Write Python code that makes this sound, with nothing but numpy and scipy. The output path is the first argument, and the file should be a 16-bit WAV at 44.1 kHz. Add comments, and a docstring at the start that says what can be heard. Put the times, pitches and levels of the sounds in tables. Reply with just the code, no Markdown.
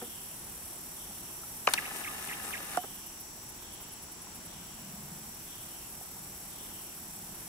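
"""A quiet riverbank on a small camera's stereo microphones. Over hiss and a low outdoor wash, a hand
knocks the case; a far bird repeats a falling call, bush crickets scrape their wings, bubbles plop.
At 1.7 s a finger clicks the zoom lever, right by the microphones: gears whirr for a second, the barrel
scrapes and the focus motor chirps until the lens knocks to a stop. A close cricket ticks, a shrill one
joins, and the far chorus lulls around 4 s. A rumble passes at 5 s; crickets and bird carry on."""
import sys
import numpy as np
from scipy import signal
from scipy.fft import rfft, irfft
from scipy.io import wavfile

SR = 44100
rng = np.random.default_rng(int(sys.argv[2]) if len(sys.argv) > 2 else 0)


def persist_wave(psi):
    """Save psi, clipped to +-1, as 16-bit WAV."""
    counts = np.round(np.clip(psi, -1, 1) * 32767).astype(np.int16)
    wavfile.write(sys.argv[1], SR, np.atleast_2d(counts).T)


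N = 329868
T = np.arange(N) / SR
HZ = np.fft.rfftfreq(N, 1 / SR)


def amp(db):
    """Decibels to gain."""
    return 10 ** (np.asarray(db) / 20)


def unit(x):
    """Scales to rms 1."""
    return x / np.sqrt(np.mean(x ** 2) + 1e-20)


def curve(points):
    """A spectrum table on the frequency grid."""
    hz, value = np.transpose(points)
    return np.interp(np.log(HZ + 1), np.log(hz), value)


def pan(db):
    """Gains at the two microphones; positive is left."""
    return amp([[db / 2], [-db / 2]])


def hump(hz, octaves):
    """A bell on the log-frequency axis."""
    return np.exp(-.5 * (np.log2((HZ + 1) / hz) / octaves) ** 2)


def noise(gain, same=0):
    """Stereo noise of rms 1 with a given spectrum and likeness at the two microphones."""
    left, other = rng.standard_normal((2, 2 * len(HZ)), dtype=np.float32).view(np.complex64)
    same = np.clip(same, -1, 1)
    right = same * left + np.sqrt(1 - same ** 2) * other
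    return unit(irfft((np.array([left, right]) * gain).astype(np.complex64), N))


def blur(width_hz):
    """Low noise that smears a tone into a band when multiplied with it."""
    return noise(np.exp(-.5 * np.minimum(HZ / width_hz, 20) ** 2))


def drift(per_s):
    """A random wander of rms 1."""
    return unit(np.interp(T * per_s, np.arange(4096), rng.standard_normal(4096)))


def swell(peak_s, rise_s, fall_s):
    """A smooth rise to 1 and fall back to 0."""
    return np.exp(-((T - peak_s) / np.where(T < peak_s, rise_s, fall_s)) ** 2)


def swells(rows):
    """The gain of a sound that comes and goes."""
    return sum(amp(db) * swell(peak_s, rise_s, fall_s) for peak_s, rise_s, fall_s, db in rows)


def held(start_s, end_s, fade_s):
    """Fades in, holds at 1, fades out."""
    return np.clip(np.minimum(T - start_s, end_s - T) / fade_s, 0, 1)


def add(mix, s, sound):
    """Lays a stereo sound into the mix at time s."""
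    part = mix[:, max(round(s * SR), 0):][:, :sound.shape[1]]
    part += sound[:, :part.shape[1]]


def ring(modes, s, side_db, lead, rise_s=0.00085):
    """A struck part rings briefly, `lead` radians ahead at the left microphone."""
    out, t = np.zeros((2, N)), np.arange(8192) / SR
    phase = np.array([[lead], [0]])
    sound = sum(amp(db - 60 * t / t60) * np.sin(2 * np.pi * hz * t + phase) for hz, db, t60 in modes)
    add(out, s, sound * (1 - np.exp(-t / rise_s)) * pan(side_db))
    return out


# the open air, far off (frequency [Hz], relative level [dB])
WASH_SPECTRUM = [(12, -25), (20, -8), (54, -2.5), (118, -3.5), (197, -2.5), (272, -6), (359, -5),
                 (485, -12.5), (844, -8), (1190, -12), (1890, -14.5), (3080, -15.5), (3700, -17),
                 (5000, -24), (6500, -50), (11000, -120)]
# how alike it is at the two microphones (frequency [Hz], likeness [0-1])
WASH_LIKENESS = [(50, 0.97), (250, 0.91), (560, 0.45), (850, 0.67), (1300, 0.23), (2200, 0.08),
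                 (5000, 0.36)]
def wash(level_db=-51.5):
    """The distant wash of the riverside, alike at both microphones in the bass."""
    gain = amp(level_db + .5 * drift(4.19))
    return gain * noise(amp(curve(WASH_SPECTRUM)), curve(WASH_LIKENESS)) * pan(db=-1)


# rumbles, dead centre (peak time [s], rise [s], fall [s], level [dB])
RUMBLE_SWELLS = [(0.5, 0.15, 0.12, -60), (4.5, 0.35, 0.3, -63.5), (5.01, 0.3, 0.26, -49),
                 (6.25, 0.12, 0.15, -58), (7.25, 0.42, 0.35, -59.5)]
def rumble():
    """A low rumble swells and passes."""
    return swells(RUMBLE_SWELLS) * noise(hump(hz=176, octaves=0.26), same=1)


# the microphones' self-noise (frequency [Hz], relative level [dB])
HISS_SPECTRUM = [(3000, -33), (4300, -11.5), (5150, -8), (5550, -1), (5850, 0), (6550, -10), (7250, 0),
                 (7950, 0), (8250, -8), (10300, -4), (12800, -19), (14400, -16), (16000, -6)]
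# whine of the electronics, mostly on the left (frequency [Hz], level [dB])
WHINE_TONES = [(5766, -74.5), (7878, -70), (8010, -73.5), (10384, -77)]
def electronics(hiss_db=-48, waver_hz=9):
    """Each microphone hisses on its own, with a few faint wavering tones."""
    hiss = amp(hiss_db) * noise(amp(curve(HISS_SPECTRUM))) * pan(db=1)
    whine = sum(amp(db) * np.sqrt(2) * np.sin(2 * np.pi * np.cumsum(hz + waver_hz * drift(80)) / SR)
                for hz, db in WHINE_TONES)
    return hiss + whine * pan(db=20)


# wings of many crickets, far down the bank (frequency [Hz], relative level [dB])
CHORUS_SPECTRUM = [(6500, -25), (8300, -1.5), (9400, 2.5), (10400, 1), (11600, 0.5), (12900, -1),
                   (14300, 1), (15800, -11)]
def chorus(lull, level_db=-49.5, lull_db=-11, flutter_db=1.43):
    """Far crickets merge into a fluttering fizz that sinks during the lull."""
    return amp(level_db + lull_db * lull + flutter_db * drift(60)) * noise(amp(curve(CHORUS_SPECTRUM)))


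# an insect in the distance (peak time [s], rise [s], fall [s], level [dB])
INSECT_SWELLS = [(1.2, 0.4, 0.55, -57.5), (3.1, 0.34, 0.6, -58), (5.5, 0.3, 0.25, -63),
                 (7.25, 0.16, 0.3, -62)]
def far_insect():
    """A soft, narrow buzz drifts in and out."""
    return swells(INSECT_SWELLS) * noise(hump(hz=5880, octaves=0.065))


# a bird, far from the microphones (time [s], level [dB])
BIRD_CALLS = [(-.1, -56), (.9, -59), (2.7, -57), (3.55, -58), (4.44, -58), (5.42, -57.5), (6.47, -57)]
def far_bird(start_hz=3500, fall_hz=800, call_s=.52, fade=.45):
    """A falling call, smeared by distance and echoes into a soft band."""
    out, progress = np.zeros((2, N)), np.linspace(0, 1, int(call_s * SR))
    tone = np.sqrt(2) * np.sin(2 * np.pi * np.cumsum(start_hz - fall_hz * progress) / SR)
    call = tone * signal.windows.tukey(len(tone), .35) * (1 - fade * progress) * np.ones((2, 1))
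    for s, db in BIRD_CALLS:
        add(out, s, amp(db) * call[:, max(round(-s * SR), 0):])  # the first call is already under way
    return out * blur(width_hz=340)


# plops at the near edge of the river (time [s], level [dB], starting pitch [Hz])
NEAR_PLOPS = [(1.110, -41.5, 784), (1.307, -52, 1100), (1.435, -40, 1310), (4.27, -43.5, 990),
              (6.012, -38.5, 735), (6.169, -46, 950)]
def water(laps_per_s=7, lap_db=-58, decay_s=0.0037, rise=0.06):
    """Small bubbles ring and rise in pitch: a few near ones among faint lapping."""
    out, t = np.zeros((2, N)), np.arange(2048) / SR
    chance = rng.random((int(laps_per_s * N / SR), 3))
    laps = [(when * N / SR, lap_db + 6 * loud, 550 * 2.47 ** pitch) for when, loud, pitch in chance]
    for s, db, hz in NEAR_PLOPS + laps:
        bubble = np.sin(2 * np.pi * hz * t * (1 + rise * t / t[-1])) * np.exp(-t / decay_s)
        add(out, s, amp(db) * bubble * pan(4 * rng.uniform(-1.4, 1)))
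    return out


# two crickets in the grass, near and farther off (start [s], end [s], fade [s], level [dB], strokes [1/s])
NEAR_BOUT = (-1.54, 3, 1, -49, 38)
FAR_BOUT = (1, 8, 0.5, -52.5, 38)
# their wing resonances (frequency [Hz], relative level [dB])
NEAR_WING_SPECTRUM = [(6500, -32), (8500, -6), (10000, -0.5), (11000, -0.5), (12300, -6), (13300, 0),
                      (14300, -3), (15200, -14), (16000, -16)]
FAR_WING_SPECTRUM = [(7000, -37), (8700, -8), (10200, 3), (11800, 3), (12900, 7), (14200, 3), (15300, -10),
                     (16000, -22)]
def cricket(bout, wing, sharpness, side_db, same, waver=0.014):
    """Every wing stroke scrapes a file of teeth: a puff of fizz in the wing's resonances."""
    start_s, end_s, fade_s, level_db, rate = bout
    phase = 2 * np.pi * np.cumsum(rate * (1 + waver * drift(2.98))) / SR
    strokes = unit(np.exp(sharpness * np.cos(phase)))
    gain = held(start_s, end_s, fade_s) * amp(level_db + .5 * drift(27))
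    return gain * strokes * noise(amp(curve(wing)), same) * pan(side_db)


# a shrill cricket to the right (time [s], strokes [1/s], level [dB])
SHRILL_BOUT = [(3.31, 13, -55), (3.8, 12.5, -50), (4.05, 9.7, -58), (4.18, 19, -61), (4.6, 27, -55),
               (5.8, 27, -56), (7.48, 28, -55)]
# its wing resonances (frequency [Hz], width [Hz], relative level [dB])
SHRILL_WING_MODES = [(11900, 900, -6), (14200, 650, 2), (14750, 250, -5), (15400, 450, -5)]
def shrill_cricket(stroke_s=0.043, uneven_db=2, waver=0.12):
    """A small cricket with sharply tuned wings: its strokes slow to a stutter, then gather speed."""
    times, rate, db = np.transpose(SHRILL_BOUT)
    cycles = np.cumsum(np.interp(T, times, rate, left=0) * (1 + waver * drift(11))) / SR
    starts = np.diff(np.floor(cycles), prepend=0)
    strokes = signal.oaconvolve(starts, np.hanning(int(stroke_s * SR)), "same")
    wing = sum(amp(peak_db) / (1 + ((HZ - hz) / (width / 2)) ** 2)
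               for hz, width, peak_db in SHRILL_WING_MODES)
    return amp(np.interp(T, times, db) + uneven_db * drift(25)) * strokes * noise(wing) * pan(db=-4)


# a cricket close by (time [s], lower resonance [dB], upper resonance [dB], left-right [dB])
WING_TICKS = [(2.438, -53, -45, -3), (2.525, -55, -47, -3), (2.621, -53, -47, -3), (2.822, -53, -48.5, -4),
              (2.947, -58, -49, -4), (3.070, -51, -49, -4), (3.209, -50, -47.5, -4), (3.494, -47, -54, 0),
              (3.622, -53, -51, -2), (3.738, -46.5, -53, 0), (3.831, -49, -55, 0), (3.930, -46, -51, 1),
              (4.033, -48.5, -52, 1), (4.125, -48.5, -52, 0), (4.225, -49, -54, 1), (4.357, -48.5, -52, 0),
              (4.460, -46.5, -52, 0)]
def ticking_cricket(stroke_s=0.043, rasp_db=2):
    """Single raspy strokes ring in the two resonances of the wing."""
    lower, upper = np.zeros((2, 2, N))
    stroke = np.hanning(int(stroke_s * SR))
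    for s, lower_db, upper_db, side_db in WING_TICKS:
        add(lower, s - stroke_s / 2, amp(lower_db) * pan(side_db) * stroke)
        add(upper, s - stroke_s / 2, amp(upper_db) * pan(side_db) * stroke)
    lower *= noise(hump(hz=10250, octaves=0.14))
    upper *= noise(hump(hz=13600, octaves=0.083))
    return (lower + upper) * amp(rasp_db * drift(500))


# the camera body, which holds the microphones
# (frequency [Hz], width [Hz], gain [dB], left-right [dB], left-right phase [rad])
BODY_MODES = [(241, 120, -1.5, 1, 0.24), (400, 59, 1.5, -4.5, 0.22), (640, 200, -4.5, 0, 0.42),
              (706, 37, 2, 6, 1.1), (778, 82, 3.5, -2, 0.84), (1073, 60, -1.5, 12, 0.63),
              (1242, 104, 3.5, 2.5, 1.03), (1785, 160, -2, 10, 0.7), (1964, 144, 2.2, 0, 2.06),
              (2790, 680, -2.5, -4.5, 2.45), (3730, 280, -2.5, 5, 2.6), (5760, 2500, -7.5, 2, 1.4)]
def body(hz, damping_hz=0):
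    """The body's resonances reach the two microphones out of step; damping widens each one."""
    response = 0
    for k, (mode_hz, width, db, side_db, lead) in enumerate(BODY_MODES):
        microphones = pan(side_db) * np.exp(.5j * lead * np.array([[1], [-1]]))
        resonance = 1j * hz * width / (mode_hz ** 2 - hz ** 2 + 1j * hz * (width + damping_hz))
        response += (-1) ** k * amp(db) * microphones * resonance
    return response


# finger, lever and lens, heard through the body
# (time [s], peak level [dB], centre [Hz], spread [octaves], rattle decay [s])
BODY_KNOCKS = [(0.0133, -35.5, 900, 1.2, 0.016), (0.033, -42, 420, 1.1, 0.0073),
               (0.075, -44, 211, 0.22, 0.016), (1.672, -18, 3200, 1.1, 0.005),
               (1.675, -11.5, 780, 1, 0.0021), (1.687, -21, 1500, 0.54, 0.0044),
               (1.7373, -16.5, 1000, 2.3, 0.005), (1.908, -29.5, 1500, 0.65, 0.0022),
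               (2.015, -32, 1250, 0.25, .002), (2.399, -31, 1500, 0.5, .002),
               (2.506, -34, 1250, 0.33, .004), (2.749, -35, 1300, 0.27, .004),
               (2.7718, -21, 9600, 0.11, .0007), (2.7723, -22.5, 1200, 1.6, 0.0022),
               (2.7749, -34, 270, 0.51, 0.004), (2.836, -32, 400, 1.05, 0.0093)]
def knocks(rattle=0.44, size=8192):
    """A blow and a short rattle ring the body, which the fingers damp; a softer contact sounds lower."""
    out, t, hz = np.zeros((2, N)), np.arange(size) / SR, np.fft.rfftfreq(size, 1 / SR)
    response = body(hz, damping_hz=70)
    for s, db, centre_hz, octaves, decay_s in BODY_KNOCKS:
        blow = (t == 0) + rattle * rng.standard_normal(size) * np.exp(-t / decay_s)
        detuning = (hz + 1) / centre_hz - centre_hz / (hz + 1)
        contact = 1 / (1 + 1j * detuning / (2 * octaves)) ** 2
        knock = irfft(rfft(blow) * contact * response)
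        add(out, s, amp(db) * knock / abs(knock).max())
    return out


# the case around the microphones (frequency [Hz], level [dB], t60 [s])
CASE_MODES = [(236, -39.5, 0.14), (388, -38.5, 0.094), (480, -36.5, 0.11), (735, -40, 0.073)]
def grip():
    """The case rings dully under the gripping hand."""
    return ring(CASE_MODES, s=0.0215, side_db=0, lead=0.2)


# the lever's spring on the right and its seat on the left (frequency [Hz], level [dB], t60 [s])
SPRING_MODES = [(2140, -21, 0.033), (2420, -13.5, 0.021), (2506, -15, 0.018), (2910, -16, 0.02),
                (3200, -33, 0.02)]
SEAT_MODES = [(470, -32, 0.044), (584, -20, 0.022), (700, -21.5, 0.021), (805, -28, 0.035),
              (1060, -18, 0.033), (1140, -20, 0.034), (1234, -27, 0.033)]
def lever():
    """The zoom lever's click rings its spring, then its seat."""
    spring = ring(SPRING_MODES, s=1.6722, side_db=-6, lead=0.94, rise_s=0.0015)
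    return spring + ring(SEAT_MODES, s=1.6755, side_db=10.5, lead=0.6)


# the lever, its rebound and the drive's latch, right by the microphones
# (time [s], crack [dB], rattle [dB], rattle centre [Hz], spread [octaves], left-right [dB])
PLASTIC_SNAPS = [(1.6712, -27, -40, 5600, 0.25, 2), (1.6865, -32, -36, 5600, 0.35, 0),
                 (1.7369, -6, -21, 3450, 0.84, 3.5)]
def snaps(crack_s=0.00082, tail_s=0.0046, rise_s=0.00032, size=4096):
    """Hard plastic edges catch: each a sharp, bright snap and a duller rattle."""
    out, t = np.zeros((2, N)), np.arange(size) / SR
    bright = noise(hump(hz=4350, octaves=0.74) + hump(hz=10700, octaves=0.17), same=0.15)
    for s, crack_db, tail_db, tail_hz, octaves, side_db in PLASTIC_SNAPS:
        crack = amp(crack_db) * np.exp(-t / crack_s) * bright[:, round(s * SR):][:, :size]
        tail = amp(tail_db) * np.exp(-t / tail_s) * noise(hump(tail_hz, octaves), same=0.3)[:, :size]
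        add(out, s, (1 - np.exp(-t / rise_s)) * (crack + tail) * pan(side_db))
    return out


# one gear and the lens stop, nearer the right microphone (frequency [Hz], level [dB], t60 [s])
GEAR_MODES = [(1210, -40, 0.15)]
STOP_MODES = [(270, -40, 0.06), (726, -20, 0.077), (770, -24, 0.04), (1154, -27, 0.031), (1380, -30, 0.03),
              (3020, -50, 0.31)]
def lens_rings():
    """One gear sings briefly on the way; the lens rings as it stops."""
    gear = ring(GEAR_MODES, s=2.072, side_db=-19, lead=0.67, rise_s=0.0079)
    return gear + ring(STOP_MODES, s=2.7738, side_db=-6.5, lead=.2)


# the focus motor inside the lens (turning time [s], slowing [s], speeding [s], top tone [Hz], drive [dB])
FOCUS_TURNS = [(1.792, .017, 0, 3015, -28), (1.841, 0.0017, 0.026, 3700, -39),
               (2.064, 0.033, 0.029, 4100, -39), (2.312, .033, .036, 4200, -38),
               (2.552, .03, 0.04, 4100, -37.5)]
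# resonances of its mount (frequency [Hz], width [Hz], gain [dB])
MOUNT_MODES = [(1650, 300, -8), (2150, 430, -1), (2760, 530, -3), (3800, 450, -12)]
def focus_motor(slow_hz=1634, rasp=0.49, lead=1.55, bend=1.7, jitter=0.072, rattle=0.95):
    """A stepping motor slows, turns and speeds up: its raspy tone flares in the mount's resonances."""
    out = np.zeros((2, N))
    for turn_s, slowing_s, speeding_s, top_hz, db in FOCUS_TURNS:
        away = np.r_[np.linspace(1, 0, int(slowing_s * SR)), np.linspace(0, 1, int(speeding_s * SR))]
        step_hz = slow_hz + (top_hz - slow_hz) * away ** bend
        step_hz *= 1 + jitter * drift(1484)[:len(away)]
        phase = 2 * np.pi * np.cumsum(step_hz) / SR + np.array([[0], [lead]])
        steps = np.sqrt(2) * np.sin(phase) + rattle * rng.standard_normal(phase.shape)
        add(out, turn_s - slowing_s, amp(db) * steps * signal.windows.tukey(len(away), .2))
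    out *= unit(1 + rasp * drift(1600))
    mount = sum((-1) ** k * amp(db) * 1j * HZ * width / (hz ** 2 - HZ ** 2 + 1j * HZ * width)
                for k, (hz, width, db) in enumerate(MOUNT_MODES))
    return irfft(rfft(out) * mount, N) * pan(db=-2)


# the lens barrel, nearer the left microphone (time [s], level [dB])
BARREL_SCRAPES = [(1.925, -49), (2.43, -48.5)]
def barrel_scrapes(start_hz=7400, end_hz=9700, scrape_s=0.095, rasp_db=3, overtone=1.38):
    """Once in each turn the barrel scrapes: two scratchy bands that sweep upward together."""
    out = np.zeros((2, N))
    phase = 2 * np.pi * np.cumsum(np.linspace(start_hz, end_hz, int(scrape_s * SR))) / SR
    sweep = (np.sin(phase) + amp(db=-3) * np.sin(overtone * phase)) * signal.windows.tukey(len(phase), .4)
    for s, db in BARREL_SCRAPES:
        add(out, s, amp(db) * sweep * pan(db=9))
    return out * blur(width_hz=750) * amp(rasp_db * drift(400))


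def barrel_sizzle(running, scratch_db=2):
    """The sliding lens barrel rubs with a scratchy sizzle."""
    spectrum = (hump(hz=9480, octaves=0.08) + amp(db=-6) * hump(hz=8300, octaves=0.68)
                + amp(db=-10) * hump(hz=12400, octaves=0.09))
    return (noise(spectrum, same=0.28) * amp(scratch_db * drift(350)) * pan(db=7))[:, running]


# meshing gears, centimetres from the microphones (frequency [Hz], level re whirr [dB], left-right [dB])
MESH_TONES = [(821, -19, -1), (1216, -20, -9), (1720, -14.5, 9), (2750, -21, 0)]
def gears(running, teeth_per_s=520, grain_db=3.5, rub=0.85, judder_db=1, wobble=0.0143):
    """Gear teeth tick and rub through the camera body, and hum as they mesh."""
    count = running.stop - running.start
    teeth = (rng.random(count) < teeth_per_s / SR) * rng.choice([-1, 1], count)
    teeth = teeth * amp(grain_db * np.minimum(rng.exponential(1, count), 3))
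    # plastic teeth are soft: their ticks carry little treble
    ticks = signal.lfilter(*signal.butter(2, 4500, fs=SR), unit(teeth))
    drive = ticks + rub * rng.standard_normal((2, count))
    body_impulse = irfft(body(np.fft.rfftfreq(4096, 1 / SR)))
    whirr = unit(signal.oaconvolve(drive, body_impulse, axes=1)[:, :count])
    whirr *= amp(judder_db * drift(200)[running])
    wobbly_time = np.cumsum(1 + wobble * drift(60)[running]) / SR
    hum = sum(amp(db) * pan(side_db) * np.sqrt(2) * np.sin(2 * np.pi * hz * wobbly_time)
              for hz, db, side_db in MESH_TONES)
    return whirr + hum


def zoom(start_s=1.675, end_s=2.795, turn_s=0.504, rub_peak_s=1.986, gears_db=-45, barrel_db=-49.5):
    """The drive runs once, straining as it starts; the barrel rubs twice a turn and loads the gears."""
    out, running = np.zeros((2, N)), slice(int(start_s * SR), int(end_s * SR))
    rubbing = np.cos(4 * np.pi * (T[running] - rub_peak_s) / turn_s)
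    strain_db = 4.5 * np.exp((start_s - T[running]) / 0.21)
    add(out, start_s, amp(gears_db + 1.05 * rubbing + strain_db) * gears(running))
    add(out, start_s, amp(barrel_db + 3 * rubbing) * barrel_sizzle(running))
    return out * held(start_s, end_s, fade_s=0.011)


def scene():
    """Riverbank life around the camera's own small noises."""
    lull = swell(peak_s=4.01, rise_s=0.77, fall_s=0.99)
    near = cricket(NEAR_BOUT, NEAR_WING_SPECTRUM, sharpness=0.49, side_db=-2.5, same=-0.2)
    far = cricket(FAR_BOUT, FAR_WING_SPECTRUM, sharpness=1, side_db=-3, same=-0.41)
    far *= amp(-7 * lull)  # eases off with the chorus
    river = wash() + rumble() + water()
    grass = near + far + shrill_cricket() + ticking_cricket()
    distance = chorus(lull) + far_insect() + far_bird()
    lens = snaps() + zoom() + barrel_scrapes() + focus_motor() + lens_rings()
    return river + grass + distance + electronics() + knocks() + grip() + lever() + lens


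def record(dry, edge_hz=15750):
    """The camera's band limit cuts the highest treble."""
    lowpass = signal.firwin(511, edge_hz, window=("kaiser", 9), fs=SR)
    return signal.oaconvolve(dry, lowpass[None], "same")


dry = scene()
out = record(dry)
persist_wave(out)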